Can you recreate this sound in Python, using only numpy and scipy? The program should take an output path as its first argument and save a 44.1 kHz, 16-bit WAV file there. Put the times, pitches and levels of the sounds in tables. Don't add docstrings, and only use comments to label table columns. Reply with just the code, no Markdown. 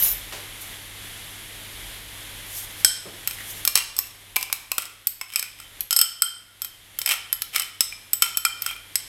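import sys
import numpy as np
from scipy import signal
from scipy.fft import rfft, irfft
from scipy.io import wavfile
from scipy.ndimage import uniform_filter1d

SR = 44100
rng = np.random.default_rng(int(sys.argv[2]) if len(sys.argv) > 2 else 0)


def file_out(sig):
    cols = np.atleast_2d(sig).T
    lim = np.clip(cols, -1, 1)
    pcm = np.round(lim * 32767).astype(np.int16)
    wavfile.write(sys.argv[1], SR, pcm)


N = 400407
TIME_S = np.arange(N) / SR


def undb(db):
    return 10 ** (np.asarray(db) / 20)


def unit(x):
    return x / np.sqrt(np.mean(x ** 2))


def noise(n=N):
    return rng.standard_normal(n)


def colour(x, points):
    hz, db = np.transpose(points)
    bin_hz = np.maximum(np.arange(len(x) // 2 + 1) * SR / len(x), 1)
    gain = undb(np.interp(np.log(bin_hz), np.log(hz), db))
    return irfft(rfft(x) * gain, len(x))


def band(x, hz, width_hz):
    return signal.lfilter(*signal.iirpeak(hz, hz / width_hz, fs=SR), x)


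def curve_db(points, **ends):
    return np.interp(TIME_S, *np.transpose(points), **ends)


def walk(rate_hz):
    step = int(SR / rate_hz)
    held = np.repeat(rng.standard_normal(N // step + 1), step)
    return 1.37 * uniform_filter1d(held, step)[:N]


def fade(t_s, t60_s):
    return np.exp(-np.log(1000) * t_s / t60_s)


def add(out, start_s, x):
    i = int(start_s * SR)
    out[i:i + len(x)] += x[:N - i]


def ring(x, hz, t60_s):
    radius, angle = fade(1 / SR, t60_s), 2 * np.pi * hz / SR
    return signal.lfilter([np.sin(angle)], [1, -2 * radius * np.cos(angle), radius * radius], x)


def strokes(rows):
    out, t = np.zeros(N), TIME_S[:SR // 2]
    swell_depth_db = 15.5
    for start_s, swell_s, peak_db, fade_db_per_s in rows:
        rise_db = swell_depth_db * (1 - t / swell_s)
        fall_db = fade_db_per_s * (t - swell_s)
        add(out, start_s, undb(peak_db - np.maximum(rise_db, fall_db)))
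    return out


# (time [s], level [dB])
JINGLE_LEVEL = [(0, -23), (.006, -27.5), (.026, -28), (.031, -27), (.058, -26), (.08, -30), (.14, -40)]
# (frequency [Hz], relative level [dB], nominal t60 [s])
CUTLERY_MODES = [(2996, -19.5, .25), (3950, -21, .2), (5280, -19, 0.56), (5470, -25, 0.44),
                 (6090, -16.5, 0.23), (6810, -13.5, 0.32), (7650, -18, 0.31), (8750, -15.5, .2),
                 (10190, -8.5, .4), (10200, -9, 0.3), (10900, -12, .3), (12040, -5, 0.65),
                 (12130, -0.5, 0.13), (12700, -8, 0.28), (13000, -2, 0.16), (13810, -12, .3),
                 (14400, -14, .15), (15110, -11, .16)]
# (frequency [Hz], relative gain [dB])
CRACK_SPECTRUM = [(300, -41), (720, -17.5), (1800, -6.5), (4000, -2.5), (6800, -5), (9500, -2), (13000, 2),
                  (16000, -11)]


def jingle():
    level = undb(curve_db(JINGLE_LEVEL, left=-200, right=-200))
    hits = (level * noise() * undb(1.4 * walk(300)))[:SR]
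    rung = np.zeros(SR)
    for hz, db, t60_s in CUTLERY_MODES:
        for pair in (1, 1.006):
            rung += undb(db) * ring(hits, hz * pair, 0.57 * t60_s) / np.sqrt(t60_s * SR)
    return np.pad(undb(16.5) * rung + undb(-7.5) * colour(hits, CRACK_SPECTRUM), (0, N - SR))


# (frequency [Hz], mean relative level [dB])
HUM_PARTIALS = [(100, -2), (200, -21.5), (300, -13.5)]


def hum():
    out = np.zeros(N)
    for hz, db in HUM_PARTIALS:
        out += undb(db + .5 * walk(11)) * np.sqrt(2) * np.sin(2 * np.pi * hz * TIME_S)
    return out


# (time [s], level [dB])
RUMBLE_LEVEL = [(0, 4.5), (.6, -9), (.9, -3), (1.5, -9), (1.75, 4), (2.2, 2), (3, -10.5), (4, -2.5),
                (9, -5)]


def rumble():
    low = band(band(noise(), 39.4, 15.0), 42.3, 21.0)
    return undb(curve_db(RUMBLE_LEVEL)) * unit(low)


# (frequency [Hz], relative gain [dB])
HISS_SPECTRUM = [(15, -35), (25, 1), (60, -10), (130, -9), (270, -13), (1330, -13.5), (2100, -6.5),
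                 (2550, -10.5), (3340, -5.5), (4300, -13.5), (5430, -17), (8300, -16.5), (10900, -11.5),
                 (13500, -16.5), (16000, -36)]


def hiss():
    level_db = 11
    return undb(level_db + 0.66 * walk(9)) * unit(colour(noise(), HISS_SPECTRUM))


# (time [s], level [dB])
BACKGROUND_LEVEL = [(0, -49), (.6, -50.5), (2.83, -50), (2.93, -56), (3.61, -49.5), (3.72, -56.5),
                    (4.05, -58.5), (4.3, -58), (4.58, -61.5), (5.34, -65.5), (5.81, -57), (5.97, -73),
                    (6.09, -65), (6.24, -67.5), (6.98, -59), (7.51, -61.5), (8.14, -61), (9.05, -58)]


def background():
    return undb(curve_db(BACKGROUND_LEVEL)) * (hum() + rumble() + hiss())


# (time [s], level [dB], centre [Hz], width [Hz], t60 [s])
KNOCK_HITS = [(.324, -33.5, 1980, 3500., 0.28), (.335, -40, 350., 500., 0.41), (3.054, -39, 352, 161, 0.31),
              (3.06, -47, 860, 400., 0.24), (3.059, -46, 171, 80., 0.25), (3.385, -33, 2070, 500., 0.089),
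              (3.405, -37.5, 1850., 400., 0.13)]


def knocks():
    out, t = np.zeros(N), TIME_S[:SR // 4]
    for start_s, db, hz, width_hz, t60_s in KNOCK_HITS:
        burst = unit(band(noise(len(t)), hz, width_hz))
        add(out, start_s, undb(db) * fade(t, t60_s) * burst)
    return out


# (start [s], swell [s], peak level [dB], fade [dB/s])
BRUSH_STROKES = [(.595, .022, -42, 170), (2.46, 0.12, -34.5, 110), (2.76, .045, -41, 600),
                 (3.325, .006, -40, 400), (3.39, .016, -36, 600), (3.42, .09, -36.5, 105)]
# (frequency [Hz], relative gain [dB])
BRUSH_SPECTRUM = [(1000, -18), (3000, -16), (6000, -4.5), (9000, -3.5), (12500, 2.5), (16000, -16)]


def brush():
    level = uniform_filter1d(strokes(BRUSH_STROKES), 400) * undb(2.6 * walk(30.03))
    return level * unit(colour(noise(), BRUSH_SPECTRUM))


# (time [s], level [dB], then relative levels of rim sway [dB], spoon bowl ring [dB],
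# high ring [dB], top rings [dB])
BLOW_HITS = [(2.846, 8.5, -22, -28, -6, -10), (2.964, -25, -22, -17, -21, -9),
             (3.274, -7.5, -23, -37, -14, -0.5), (3.309, -16, -22, -11, -17, -18),
             (3.65, -3.5, -23, -37, -23, -1), (3.675, 2, -27.5, -19, -17, -9.5),
             (3.754, 7, -27.5, -24, -16, -30), (3.774, -5, -23, -34, -12, -19),
             (3.965, -15.5, -38, -36, -8, -6), (3.982, -19.5, -17, -21, -3, -2),
             (3.988, -6.5, -24.5, -39, -9.5, 0.5), (4.069, -27, -22, -31, -20, -5),
             (4.359, -2.5, -33, -25, -40, -14), (4.364, -1, -22.5, -11.5, -33, -9),
             (4.41, -14, -28, -24, -24, -13), (4.427, -7.5, -23.5, -39, -24, -24),
             (4.499, -31, -9, 4, -11, -9), (4.526, 1.5, -43, -29, -24, -20),
             (4.716, -1, -25.5, -20, -27, -19), (4.781, 1.5, -22.5, -14, -20, -23),
             (4.82, -15, -30, -23, -20, -19), (4.854, -19, -31, -24, -15, -20),
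             (4.896, -30, -27, -21, -24, -15), (5.07, -5.5, -41, -30, -15, 1.5),
             (5.212, -14.5, -17, -7.5, -9.5, -22), (5.336, -21.5, -30, -3, -7, -17),
             (5.358, -2.5, -36, -10, -11, -15), (5.394, -7.5, -39, -28, -13.5, -19),
             (5.426, -10.5, -23, -9, -15, -20), (5.6, -25.5, -11, -24, -10.5, -27),
             (5.806, -12.5, -45, -20, -40, 1), (5.907, -5.5, -20.5, -47, -10, -9),
             (5.927, -8, -18, -26, -5, -21), (5.963, -3.5, -31, -41, -0.5, -24),
             (5.989, -4, -22, -43, -5, -16), (6.013, -1, -22.5, -41, -7, -5), (6.22, -3, -16, -40, -5, -14),
             (6.618, -13, -22, -37.5, -11.5, 0), (6.646, -13.5, -23.5, -37, -22, -6),
             (6.987, -8, -28, -44, -24, -1), (7.015, -8.5, -32, -18, -18, -16),
             (7.06, -7.5, -27, -18, -6, -20), (7.075, -11, -19, -9.5, -22, -17),
             (7.09, -8, -21.5, -8, -11, -17), (7.11, -9.5, -20.5, -9, -31, -21),
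             (7.137, -14, -14.5, -20, -24, -23), (7.327, -7, -27.5, -31, -17, 1),
             (7.419, -7, -29, -27, -22, -4), (7.546, -16.5, -19, -4.5, -21, -16),
             (7.56, -1, -22, -9, -20, -27), (7.596, -4.5, -26, -24, -17, -24),
             (7.619, -13, -28, -23, -10, -22), (7.806, 0.5, -27, -27, -8.5, -7),
             (7.924, -30, -13, 2.5, -24, -17), (8.132, -8, -26.5, -22, -6.5, -2),
             (8.221, 1.5, -16.5, -13, -6.5, -9), (8.371, -5.5, -24.5, -17, -14.5, -1),
             (8.45, 0, -15.5, -7.5, -11.5, -36), (8.62, -11, -27, -21, -19, -1),
             (8.662, -8.5, -12, -34, -10, -14), (8.69, -25, -20, 5, -25, -23),
             (8.71, -22, -14, 6.5, -23, -23), (8.731, -29, -22, 1, -27, -25),
             (8.763, -30, -7, 3.5, -31, -24), (8.955, -3, -31.5, -27, -6.5, -17)]
# (frequency [Hz], relative level [dB], nominal t60 [s], group [floor: 0 rim, 1 spoon bowl,
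# 2 wall, 3 upper wall, 4 high, 5 top])
BOWL_MODES = [(2180, -7.5, 0.022, 0.33), (2415, 0, 0.029, 1), (2590, -4, 0.026, 0.5), (3030, -8, 0.35, 2.5),
              (3085, -9, 0.47, 2.5), (3124, 0, 0.084, 2.5), (4766, -2.5, 0.014, 3.3), (5208, 0, 0.038, 3),
              (5356, 0.5, 0.026, 3), (7910, -1.5, 0.035, 3.5), (8050, -3, 0.027, 4), (8170, 1, 0.026, 3.6),
              (11470, -3, 0.021, 4.5), (11830, 0.5, 0.011, 5), (12300, -2.5, 0.0078, 4.1),
              (12560, -5.5, 0.012, 5.4), (12920, -14, 0.0069, 5.6), (14900, -11, 0.031, 5)]
# (time [s], rim sway [Hz], ring time factor [1],
# thud offset [dB], wall ring offset [dB])
BOWL_LOAD = [(2.85, 1502, 0.75, -5.5, -10.5), (3.27, 1368, 1.05, -12, -10), (3.65, 1410, 0.99, -5, -20),
             (3.675, 1155, .95, -2, -13.5), (4.0, 1100, 1.08, 1, -16), (4.72, 1040, 0.78, 1.5, -19),
             (4.78, 1408, 0.68, 0, -23), (5.07, 1230, 0.94, 1, -17), (5.209, 1027, 1, 0, -13),
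             (5.36, 1500, 0.94, -18, -16), (5.6, 1342, 1., -16, -15), (5.91, 1356, 1.7, -24, -9),
             (6.22, 1387, 1.17, -13.5, -11.5), (7.06, 1335, 1.14, -0.5, -4), (7.8, 1300, 1.2, -8, -15),
             (8.45, 1376, 1.25, -14, -9.5), (8.95, 1390, 1.07, -12, -12)]
THUD_PER_RIM, THUD_PER_SPOON, WALL_PER_RIM, UPPER_PER_HIGH = 0.72, 0.36, 0.73, .6
UPPER_DB = -8.5
SWAY_T60_S, SWAY_SPLIT = 0.069, 0.023
WALL_AT_HZ, WALL_TOP_HZ, WALL_POWER = 1335, 1393, .65
FLUTTER_DB, FLUTTER_HZ, FLUTTER_ONSET_S = 5, 110, .03


def blows():
    out, t = np.zeros(N), TIME_S[:SR // 2]
    hz, db, t60_s, group = np.array(BOWL_MODES).T[:, :, None]
    group = group.astype(int)
    chance = rng.standard_normal((len(BLOW_HITS), 3, len(hz), 1))
    crack = unit(colour(noise(), CRACK_SPECTRUM))
    thud = unit(band(noise(), 990.0, 920.0))
    grip = np.array([undb(FLUTTER_DB * walk(FLUTTER_HZ)) for _ in range(6)])
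    load_at_s, *load = np.transpose(BOWL_LOAD)
    for blow, (detune, share, turn) in zip(BLOW_HITS, chance):
        start_s, level_db, rim_db, spoon_db, high_db, top_db = blow
        sway_hz, hold, thud_db, wall_db = (np.interp(start_s, load_at_s, c) for c in load)
        hold = np.clip(hold, .2, 4)
        thud_db = thud_db + THUD_PER_RIM * rim_db + THUD_PER_SPOON * spoon_db
        wall_db = wall_db + WALL_PER_RIM * rim_db
        upper_db = UPPER_DB + UPPER_PER_HIGH * high_db
        group_db = np.array([rim_db, spoon_db, wall_db, upper_db, high_db, top_db])
        i = int(start_s * SR) - len(t)
        part = slice(i, i + len(t))
        flutter = grip[:, part] ** np.minimum(t / FLUTTER_ONSET_S, 1)

        gain = undb(db + group_db[group] + 2.3 * share - 2.5)
        wall_shift = min(sway_hz, WALL_TOP_HZ) / WALL_AT_HZ
        load_hz = hz * wall_shift ** (WALL_POWER * (group == 2))
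        mode_hz = load_hz + 2.53 * detune / t60_s
        waves = np.sin(2 * np.pi * mode_hz * t + 0.54 * turn)
        modes = (gain * flutter[group[:, 0]] * fade(t, t60_s * hold) * waves).sum(0)

        beat = np.cos(2 * np.pi * SWAY_SPLIT * sway_hz * t)
        sway = flutter[0] * fade(t, SWAY_T60_S * hold) * np.sin(2 * np.pi * sway_hz * t) * beat

        contact = undb(-9) * fade(t, 0.017 * hold) * crack[part]
        contact += undb(thud_db - 4.5) * fade(t, 0.034) * thud[part]
        attack = np.minimum(t / 0.00027, 1)
        hit = undb(level_db) * (modes + undb(rim_db) * sway + contact) * attack
        add(out, start_s + .0008, hit)
    return out


# (start [s], swell [s], peak drive [dB], fade [dB/s])
DRAG_STROKES = [(3.753, .004, -20.5, 250), (4.37, .05, -42, 59), (4.788, .004, -32.5, 157),
                (5.213, .004, -43.5, 200), (5.28, 0.069, -31.5, 108), (5.58, 0.016, -42, 250),
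                (5.908, .004, -30, 450), (5.95, 0.078, -33, 350), (7.06, .065, -16.5, 480),
                (7.53, 0.026, -22, 168), (8.223, 0.0036, -15, 383), (8.62, 0.069, -30, 300)]
# (frequency [Hz], width [Hz], relative level [dB])
SQUEAK_BANDS = [(1380, 130, -8), (2340, 430, -2.5), (2700, 180, -6.5), (3054, 82, 1.5), (5220, 240, -8.5),
                (8150, 420, -9.5)]


def drag():
    slips_per_s = 1500
    slips = (rng.random(N) < slips_per_s / SR) * rng.uniform(-0.99, 1, N) ** 3
    level = uniform_filter1d(strokes(DRAG_STROKES), 200) * undb(3.4 * np.tanh(walk(90)))
    slips = level * unit(slips)
    squeak = sum(undb(db) * band(slips, hz, width_hz) for hz, width_hz, db in SQUEAK_BANDS)
    return undb(7.5) * squeak + undb(-5.0) * colour(slips, CRACK_SPECTRUM)


# (frequency [Hz], t60 [s])
ROOM_DECAY = [(300, 0.7), (1500, 0.72), (5000, 0.54), (15000, 0.21)]


def room(x):
    level_db = -10
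    t, (at_hz, t60_s) = TIME_S[:SR], np.transpose(ROOM_DECAY)
    tail = np.zeros(SR)
    for hz in 250 * 2 ** np.arange(0, 6.1, .5):
        decay = fade(t, np.interp(np.log(hz), np.log(at_hz), t60_s))
        tail += np.sqrt(hz) * unit(band(noise(SR), hz, hz / 2)) * decay
    tail *= np.clip(t / 0.0011 - .3, 0, 1)
    return undb(level_db) * signal.fftconvolve(x, tail / np.sqrt(np.sum(tail ** 2)))[:N]


def scene():
    near = jingle() + knocks() + blows() + drag()
    return (near + room(near) + brush() + background())[None]


def record(dry):
    low_pass = signal.ellip(8, .2, 60, 16300, fs=SR, output="sos")
    return signal.sosfilt(low_pass, np.clip(dry, -.98, .98))


dry = scene()
out = record(dry)
file_out(out)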